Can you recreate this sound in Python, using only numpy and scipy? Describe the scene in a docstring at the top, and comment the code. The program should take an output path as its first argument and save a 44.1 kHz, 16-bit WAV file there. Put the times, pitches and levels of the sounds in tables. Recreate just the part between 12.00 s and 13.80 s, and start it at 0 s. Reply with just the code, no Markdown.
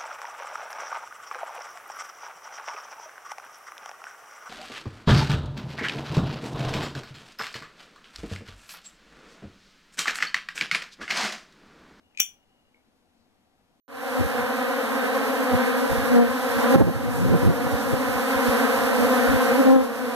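"""A thumb flips open a brass pocket lighter, close by in a small quiet room.
First the lid rubs on the case, and the cam (a small spring-loaded lever) ticks and scrapes along it.
At 0.2 s the lid hits its stop with one bright clink, and the metal rings briefly.
At about 0.7 s the loose hinge gives one faint tick; at 1.2 s the fingers softly shift their grip.
A low room hum lies underneath from start to end."""
import sys
import numpy as np
from scipy import signal
from scipy.fft import rfft, irfft
from scipy.io import wavfile

SR = 44100
rng = np.random.default_rng(int(sys.argv[2]) if len(sys.argv) > 2 else 0)


def unload_audio(sound):
    """Save the sound as a 16-bit wav file, at the path given as the first command line argument."""
    columns = np.transpose(np.atleast_2d(sound))
    # keep every value between -1 and 1, then stretch to whole-number steps
    steps = np.round(np.clip(columns, -1, 1) * 32767)
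    wavfile.write(sys.argv[1], SR, steps.astype(np.int16))


N = 79380
T = np.arange(N) / SR

# the lid hitting its stop: t/s, level/dB, brightness/Hz
LID_STRIKES = [(.2008, 0.5, 16000)]


def clink():
    """The lid hits its stop: case and lid ring, and a dull knock passes through the hand."""
    # tones of the case, damped by the hand: f/Hz, level/dB, ring time/s, left over right/dB
    case_modes = [(1480, -23, 0.007, 12.5), (2348, -24, .022, 9), (2620, -25.5, 0.016, -5),
                  (2963, -12, 0.015, -3), (3190, -20, 0.02, 0), (3400, -15.5, 0.026, 7),
                  (5745, -8.5, 0.028, 6), (6160, -12.5, 0.01968, 0), (6240, -21, .016, -1),
                  (7130, -37, 0.02, 3), (7780, -36, .02, -3), (8000, -23.5, 0.03, -9), (8620, -33, 0.02, 0),
                  (9220, -28, .018, -0.5), (10020, -19.5, 0.015, 11.5), (10450, -20.5, 0.017, 6.5),
                  (10900, -16.5, 0.014, -1), (11750, -29, 0.014, -1.5), (12250, -35, 0.017, 0.5),
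                  (13900, -23, 0.01605, -2), (14460, -16, .028, -5.5), (15100, -24.5, 0.021, -1),
                  (16300, -19.5, .018, -0.5), (15620, -14.5, 0.022, 2.5), (16200, -17, 0.0094, 0.5)]
    # tones of the lid, which rings longer: f/Hz, level/dB, ring time/s, left over right/dB
    lid_modes = [(2353, -40, .15, 2), (2478, -40, .15, 3), (2842, -41, .17, 0), (2934, -37, .15, 2),
                 (3192, -30, .17, 5), (3425, -26, .115, 1), (4390, -52, .14, 2), (4560, -53, .14, 4),
                 (4720, -51, .14, 2), (4950, -55, .14, 3), (5736, -34, .15, 5), (5898, -32, .16, 6),
                 (5985, -27, .165, 7), (6023, -32, .16, 6), (6094, -36, .16, 2), (6245, -42, .16, 3),
                 (7135, -28, .15, 6), (8010, -42, .16, -3), (8620, -47, .17, 3), (11620, -49, .15, 0),
                 (12214, -31, .145, -1), (13740, -44, .15, 0), (14740, -33, .135, 0), (15635, -45, .14, 2)]
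    # tones of the knock: f/Hz, level/dB, ring time/s
    knock_modes = [(230, -32, .019), (570, -32.5, 0.019), (1150, -34, 0.007)]
    clicks, metal_modes = contacts(LID_STRIKES), case_modes + lid_modes
    tones = fading_tones(metal_modes, rise_s=.0006)
    # (-1) ** k makes neighbouring tones start in opposite directions
    response = sum((-1) ** k * pan(metal_modes[k][3]) * tone for k, tone in enumerate(tones))
    metal = cut_gaps(signal.fftconvolve(clicks[None], response, axes=1)[:, :N])
    knock = sum((-1) ** k * from_db(db) * ring(clicks, hz, ring_s)
                for k, (hz, db, ring_s) in enumerate(knock_modes))
    return from_db(1) * metal + pan(db=5.5) * knock


def crack(decay_s=.0013):
    """A few milliseconds of gritty noise as metal meets metal."""
    envelope = signal.lfilter([1], [1, -np.exp(-1 / (decay_s * SR))], contacts(LID_STRIKES))
    grit = filtered(envelope * rng.standard_normal((2, N)), "low", hz=15600)
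    return pan(db=4) * from_db(-14) * cut_gaps(cut_bass(grit))


def cam(scrape_start_s=.176, scrape_db=-51.5, growth_db=15.5):
    """The cam ticks and scrapes as the lid swings, then ticks once more as it springs back."""
    # the cam slipping against the lid: t/s, level/dB, brightness/Hz
    cam_ticks = [(.1484, -27.5, 3034), (.1738, -5, 12400), (.1853, -10, 5000), (.1945, -13, 3000),
                 (.1966, -1, 9000), (.2056, 4, 2968)]
    # tones of the cam and closed case: f/Hz, level/dB, ring time/s
    cam_modes = [(2460, -18, 0.019), (2874, -28.5, .011), (3880, -27, .008), (4900, -30, .007),
                 (6180, -31.5, .014), (6720, -32, .014), (8050, -37, 0.012), (9700, -43, 0.0092),
                 (11780, -49, 0.02), (14900, -53.5, 0.011)]
    travel = (T - scrape_start_s) / (LID_STRIKES[0][0] - scrape_start_s)   # reaches 1 at the strike
    sliding = (travel > 0) * (travel < 1)
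    scrape = from_db(scrape_db + growth_db * np.clip(travel, 0, 1)) * sliding * rng.standard_normal(N)
    scratch = from_db(-4.5) * filtered(scrape, "band", hz=[3000, 8000])
    response = fading_tones(cam_modes, rise_s=.0004).sum(axis=0)
    ringing = signal.fftconvolve(contacts(cam_ticks) + scrape, response)[:N]
    return pan(db=8) * cut_bass(ringing + scratch)


def hinge(tick_s=.7445):
    """The open lid settles on its loose hinge with one tiny tick."""
    # tones of the hinge: f/Hz, level/dB, ring time/s
    hinge_modes = [(2230, -52, .03), (2190, -69, .22), (2295, -69, .22)]
    click = signal.unit_impulse(N, int(tick_s * SR))
    response = fading_tones(hinge_modes, rise_s=.0006).sum(axis=0)
    return pan(db=3.5) * signal.fftconvolve(click, response)[:N]


def scuffs():
    """The lid rubs twice on the case as the thumb first lifts it."""
    rub = unit_level(filtered(rng.standard_normal(N), "band", hz=[2120, 2915]))
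    first = from_db(-66.5) * swell(at_s=.127, width_s=.003)
    second = from_db(-67.5) * swell(at_s=.153, width_s=.012)
    return pan(db=5.5) * rub * (first + second)


def grip():
    """The fingers shift: skin rubs on the case with a soft, low thud."""
    rub = from_db(-79) * narrow_noise(hz=4600, width_hz=1100)
    thud = from_db(-67) * np.sin(2 * np.pi * 232 * T)
    return pan(db=8) * swell(at_s=1.21, width_s=.055) * (rub + thud)


def room(sound, low_ring_s=.235, high_ring_s=.22, split_hz=4400, build_s=.0039):
    """The walls return a few echoes and a short wash of sound whose treble dies a little sooner."""
    # wall echoes: delay/s, level/dB
    echoes = [(.0132, -12.5), (.0198, -22), (.0275, -20.5)]
    t = T[:SR // 2]
    noise = rng.standard_normal((2, len(t)))
    low = filtered(noise, "low", split_hz) * from_db(-60 * t / low_ring_s)
    high = filtered(noise, "high", split_hz) * from_db(-1 - 60 * t / high_ring_s)
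    tail = (low - high) * (1 - np.exp(-(t / build_s) ** 2))
    response = from_db(-11.5) * unit_level(tail) / np.sqrt(len(t))
    for delay_s, db in echoes:
        arrivals_s = delay_s + rng.normal(0, .0002, 2)   # one for each ear
        response[[0, 1], (arrivals_s * SR).astype(int)] += from_db(db)
    sent = filtered(sound.mean(axis=0), "high", hz=650)
    sent = filtered(cut_gaps(sent), "low", hz=15800, order=12)
    return pan(db=3.5) * signal.fftconvolve(sent[None], response, axes=1)[:, :N]


def room_hum(likeness=.5, whine_end_s=.9, whine_fade_s=.27):
    """A steady low hum, with a thin whine that is gone halfway and a faint tone that swells late."""
    # shape of the hum from bass to treble: f/Hz, relative level/dB
    hum_shape = [(25, 0.5), (55, -9.5), (80, 0), (130, -6.5), (250, 2.5), (380, -6.5), (780, -6.5),
                 (1100, -12), (2000, -15.5), (4000, -18.5), (8000, -27), (12500, -24), (14500, -49.5),
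                 (17000, -53.5)]
    # wavering tones in the hum: f/Hz, level/dB, width/Hz
    drone_tones = [(83, -83, 4), (251.7, -81, 25), (480, -85, 10), (760, -84, 30)]
    freqs = np.maximum(np.fft.rfftfreq(N, 1 / SR), 1)
    shape_hz, shape_db = np.transpose(hum_shape)
    gains = from_db(np.interp(np.log(freqs), np.log(shape_hz), shape_db))
    mid, side = irfft(rfft(rng.standard_normal((2, N))) * gains, N)
    # both ears share mid; they get side with opposite signs
    stereo = np.sqrt(1 + likeness) * mid + np.sqrt(1 - likeness) * side * [[1], [-1]]
    hum = from_db(-67) * unit_level(stereo)
    drones = sum(from_db(db) * narrow_noise(hz, width_hz) for hz, db, width_hz in drone_tones)
    fade = np.clip((whine_end_s - T) / whine_fade_s, 0, 1)
    whine = from_db(-75) * narrow_noise(hz=2870, width_hz=61) * fade
    late_tone = from_db(-79) * narrow_noise(hz=735, width_hz=4) * swell(at_s=1.48, width_s=.17)
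    return pan(db=3.5) * (hum + drones + whine + late_tone)


def contacts(rows):
    """One click per row; a softer contact (lower brightness) gives a rounder click."""
    clicks = np.zeros(N)
    for at_s, db, brightness_hz in rows:
        decay = np.exp(-2 * np.pi * brightness_hz / SR)
        click = signal.unit_impulse(N, int(at_s * SR)) + 1e-18
        clicks += from_db(db) * signal.lfilter([1 - decay], [1, -decay], click)
    return clicks


def fading_tones(rows, rise_s):
    """Each tone swells as it spreads through the metal, and falls 60 dB over its ring time."""
    t = T[:SR // 2]
    tones = [from_db(db - 60 * t / ring_s) * np.sin(2 * np.pi * hz * t) for hz, db, ring_s, *_ in rows]
    return np.array(tones) * (1 - np.exp(-t / rise_s))


def ring(clicks, hz, ring_s):
    """Each click starts a pure tone that falls 60 dB in ring_s."""
    decay, angle = from_db(-60 / (ring_s * SR)), 2 * np.pi * hz / SR
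    return signal.lfilter([0, np.sin(angle)], [1, -2 * decay * np.cos(angle), decay ** 2], clicks + 1e-18)


def cut_gaps(x):
    """Turn down five bands between the groups of tones, so the clink sounds hollower."""
    # gaps between the groups of tones: f/Hz, width/Hz, level/dB
    gaps = [(3980, 500, -20.5), (5170, 350, -13.5), (6650, 250, -9.5), (7520, 610, -12), (12700, 640, -17)]
    for hz, width_hz, db in gaps:
        x = x - (1 - from_db(db)) * signal.lfilter(*signal.iirpeak(hz, hz / width_hz, fs=SR), x)
    return x


def cut_bass(x):
    """Small metal parts give off little bass."""
    return filtered(x, "high", hz=2000, order=4)


def filtered(x, keep, hz, order=2):
    """Keep the "low" side, the "high" side or a "band"; a higher order cuts more sharply."""
    return signal.sosfilt(signal.butter(order, hz, keep, fs=SR, output="sos"), x)


def narrow_noise(hz, width_hz):
    """Noise around one pitch: the narrower it is, the more it sounds like a tone."""
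    freqs = np.fft.rfftfreq(N, 1 / SR)
    return unit_level(irfft(rfft(rng.standard_normal(N)) / (1 + ((freqs - hz) / width_hz) ** 2), N))


def swell(at_s, width_s):
    """A smooth rise and fall around one moment."""
    return np.exp(-((T - at_s) / width_s) ** 2)


def pan(db):
    """Left and right gains, with the left louder by db."""
    return from_db(np.array([[db], [-db]]) / 2)


def from_db(db):
    """Turn decibels into a factor to multiply by."""
    return 10 ** (np.asarray(db) / 20)


def unit_level(x):
    """Scale to an average (rms) level of 1."""
    return x / np.sqrt(np.mean(x ** 2) + 1e-20)


def scene(left_delay_s=.00014):
    """The lighter in its room; the direct sound reaches the left ear a moment after the right."""
    lighter = scuffs() + cam() + clink() + hinge()
    left, right = lighter + crack() + grip() + room_hum()
    late_left = np.interp(T - round(left_delay_s * SR) / SR, T, left)
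    return np.array([late_left, right]) + room(lighter)


def record(dry, stop_hz=17900):
    """Round off the loudest peak and cut the highest treble."""
    return signal.sosfilt(signal.cheby2(14, 70, stop_hz, fs=SR, output="sos"), np.tanh(dry))


dry = scene()
out = record(dry)
unload_audio(out)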